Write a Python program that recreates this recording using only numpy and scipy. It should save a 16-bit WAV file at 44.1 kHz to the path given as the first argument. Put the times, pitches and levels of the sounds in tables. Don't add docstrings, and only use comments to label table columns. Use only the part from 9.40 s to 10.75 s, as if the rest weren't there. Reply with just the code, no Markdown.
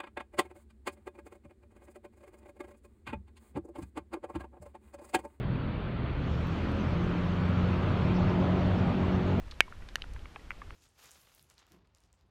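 import sys
import numpy as np
from scipy import signal
from scipy.fft import rfft, irfft
from scipy.io import wavfile

SR = 44100
rng = np.random.default_rng(int(sys.argv[2]) if len(sys.argv) > 2 else 0)


def int16_out(signal):
    q = np.round(np.clip(np.atleast_2d(signal).T, -1, 1) * 32767)
    wavfile.write(sys.argv[1], SR, q.astype(np.int16))


N = 59535
AGE = np.arange(SR // 4) / SR

# (frequency [Hz], relative level [dB])
RUMBLE_SPECTRUM = [(15, -2), (28, 0), (55, -3), (85, -9.5), (130, -20.5), (250, -39), (600, -86)]
HISS_SPECTRUM = [(60, 0), (160, 2.5), (340, -1), (750, -7), (1400, -8.5), (3000, -13.5), (5500, -21),
                 (12000, -32.5), (15000, -40)]
# (time [s], level [dB])
GUSTS = [(0, -40), (.08, -42), (.2, -50), (.32, -48.5), (.39, -43), (.52, -49), (.62, -47), (0.778, -39.5),
         (.9, -55), (1.11, -49), (1.21, -51), (1.31, -45)]
# (time [s], starting level [dB], centre pitch [Hz], spread [ratio], fade time [s])
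CRUNCHES = [(0.1110, -47, 3540, 1.34, 0.061), (0.138, -54, 3300, 1.26, .03),
            (0.4871, -45, 3600, 1.4, 0.034), (0.7357, -47.5, 5970, 1.6, 0.0097)]
# (time [s], peak level [dB], first tone [Hz], second tone [Hz],
# second tone's relative level [dB], treble cut [Hz], fade time [s])
KNOCKS = [(0.0806, -45, 1080, 1660, -9, 2480, 0.0095), (0.1226, -40.5, 1210, 1730, -7, 4200, .012),
          (0.2801, -41, 1015, 1160, -22, 1490, 0.023), (0.3243, -35.5, 1400, 1750, -9, 1920, 0.013),
          (0.4070, -49.5, 1040, 1400, -16, 1890, 0.015), (0.4222, -44.5, 1440, 1950, -1.5, 2400, 0.019),
          (0.4875, -40.5, 1040, 1650, 1.5, 2600, 0.016), (0.5566, -15, 1780, 2900, -5.5, 12900, 0.0081),
          (0.5669, -42.5, 1960, 2800, -6, 3300, 0.011), (0.5830, -44.5, 1280, 1600, -17, 1900, 0.0087),
          (0.6206, -24, 3040, 3910, -2.5, 3870, 0.0061), (0.6406, -36.5, 1480, 2700, -14, 3280, 0.0033),
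          (0.6425, -39.5, 900, 1490, 0, 1910, 0.0071), (0.7628, -37.5, 996, 1626, -1, 3240, 0.014),
          (0.7928, -43.5, 1820, 3200, 12, 3700, 0.0054), (0.8564, -35, 1220, 2250, -1, 2820, 0.011),
          (0.9601, -30.5, 1140, 2520, -3, 2600, 0.01), (0.9630, -38, 800, 1684, -3, 1900, 0.024),
          (0.994, -51, 1950, 2200, -19, 2400, 0.026), (1.218, -33, 1172, 1730, -6, 2400, .021),
          (1.3065, -32, 1324, 2070, -10, 2900, 0.0066)]
# (frequency [ratio], level [dB])
STONE_OVERTONES = [(1.25, -4.5), (1.48, -7), (2.0, -8), (2.2, -44), (3.45, -16.5), (3.85, -30)]
# (time [s], clack's peak level [dB], pitch from the rock's size [ratio],
# bass cut [Hz], treble cut [Hz], shaft ring level [dB])
POLE_STRIKES = [(0.2059, 2.5, 0.99, 48.3, 12300, -37.5), (1.1062, -21, .87, 850, 2480, -54),
                (1.1154, -30.5, .85, 900, 2700, -53)]
# (frequency [Hz], relative level [dB], fade time [s])
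TIP_TONES = [(1624, -8, 0.018), (1780, 1, 0.011), (2400, 1.5, 0.014), (2646, 5.5, 0.0082), (3050, -1, .009),
             (3710, -14.5, 0.016), (4640, -36, 0.016), (5500, -10, 0.0051), (6150, -12, 0.0073),
             (7240, -18, 0.0081), (10060, -25.5, 0.0053), (10970, -11, 0.0024), (13100, -8, 0.0017),
             (13800, -29, 0.0034)]
SHAFT_TONES = [(1906, -13, .15), (2218, 0, .12), (2864, -14, .12), (4880, -20, .07)]


def from_db(db):
    return 10 ** (np.asarray(db) / 20)


def fade(fade_s):
    return from_db(-60 * AGE / fade_s)


def filtered(x, hz, kind, order=2):
    return signal.sosfilt(signal.butter(order, np.clip(hz, 10, .45 * SR), kind, fs=SR, output="sos"), x)


def unit_rms(x):
    return x / np.sqrt(np.mean(x ** 2))


def unit_peak(x):
    return x / np.abs(x).max()


def add(out, time_s, sound):
    start = max(int(time_s * SR), 0)
    out[start:start + len(sound)] += sound[:max(N - start, 0)]


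def ring(tones):
    return sum(from_db(db) * np.sin(2 * np.pi * hz * AGE) * fade(fade_s) for hz, db, fade_s in tones)


def thud(hz):
    phase = 2 * np.pi * hz * AGE
    return phase * np.exp(1 - phase)


def grit(hz, spread, fade_s, grains_per_s=3900):
    clicks = rng.standard_normal(len(AGE)) * (rng.random(len(AGE)) < grains_per_s / SR)
    return unit_rms(filtered(clicks, [hz / spread, hz * spread], "band")) * fade(fade_s)


def shaped_noise(spectrum):
    hz, db = np.transpose(spectrum)
    all_hz = np.maximum(np.fft.rfftfreq(N, 1 / SR), 1)
    gain = from_db(np.interp(np.log(all_hz), np.log(hz), db))
    return unit_rms(irfft(rfft(rng.standard_normal(N)) * gain, N))


def wind(hiss_db=-56.5):
    gust_db = np.interp(np.arange(N) / SR, *np.transpose(GUSTS))
    rumble = from_db(gust_db) * shaped_noise(RUMBLE_SPECTRUM)
    hiss = from_db(hiss_db) * shaped_noise(HISS_SPECTRUM)
    return rumble + hiss


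def crunches():
    out = np.zeros(N)
    for time_s, db, hz, spread, fade_s in CRUNCHES:
        add(out, time_s, from_db(db) * grit(hz, spread, fade_s))
    return out


def stones(hard_knock_db=-13):
    out = np.zeros(N)
    for time_s, db, first_hz, second_hz, second_db, treble_cut_hz, fade_s in KNOCKS:
        overtones = [(second_hz * ratio, second_db + level, fade_s / np.sqrt(ratio))
                     for ratio, level in STONE_OVERTONES]
        stone_ring = ring([(first_hz, 0, fade_s), (second_hz, second_db, fade_s)] + overtones)
        click = AGE == 0
        chatter = from_db(-27) * rng.standard_normal(len(AGE)) * fade(0.007)
        knock = signal.fftconvolve(click + chatter, stone_ring)[:len(AGE)]
        knock = filtered(knock, 0.95 * first_hz, "high")
        knock = unit_peak(filtered(knock, treble_cut_hz, "low", order=4))
        force_db = db - hard_knock_db
        push = from_db(-14 + force_db) * thud(hz=800)
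        snap = from_db(-25 + 0.41 * force_db) * grit(hz=10700, spread=1.05, fade_s=0.0046)
        add(out, time_s, from_db(db) * (knock - push + snap))
    return out


def pole():
    out = np.zeros(N)
    for time_s, db, pitch, bass_cut_hz, treble_cut_hz, shaft_db in POLE_STRIKES:
        tip_ring = ring([(hz * pitch, level, fade_s) for hz, level, fade_s in TIP_TONES])
        push = from_db(-0.5) * thud(hz=1020)
        rattle = from_db(-26) * grit(hz=2200, spread=1.1, fade_s=0.059)
        hit = filtered(tip_ring + push + rattle, 900, "high", order=1)
        hit = filtered(hit, bass_cut_hz, "high", order=4)
        tick = from_db(-17) * filtered(hit, treble_cut_hz, "high")
        clack = filtered(hit, treble_cut_hz, "low", order=6) + tick
        shaft_ring = from_db(shaft_db) * ring(SHAFT_TONES)
        add(out, time_s, from_db(db) * unit_peak(clack) + shaft_ring)
    return out


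def scene():
    return (pole() + stones() + crunches() + wind())[None]


def record(dry):
    ceiling, cutoff_hz = 0.99, 15200
    rounded = ceiling * np.tanh(dry / ceiling)
    return signal.sosfilt(signal.ellip(10, .1, 80, cutoff_hz, fs=SR, output="sos"), rounded)


dry = scene()
out = record(dry)
int16_out(out)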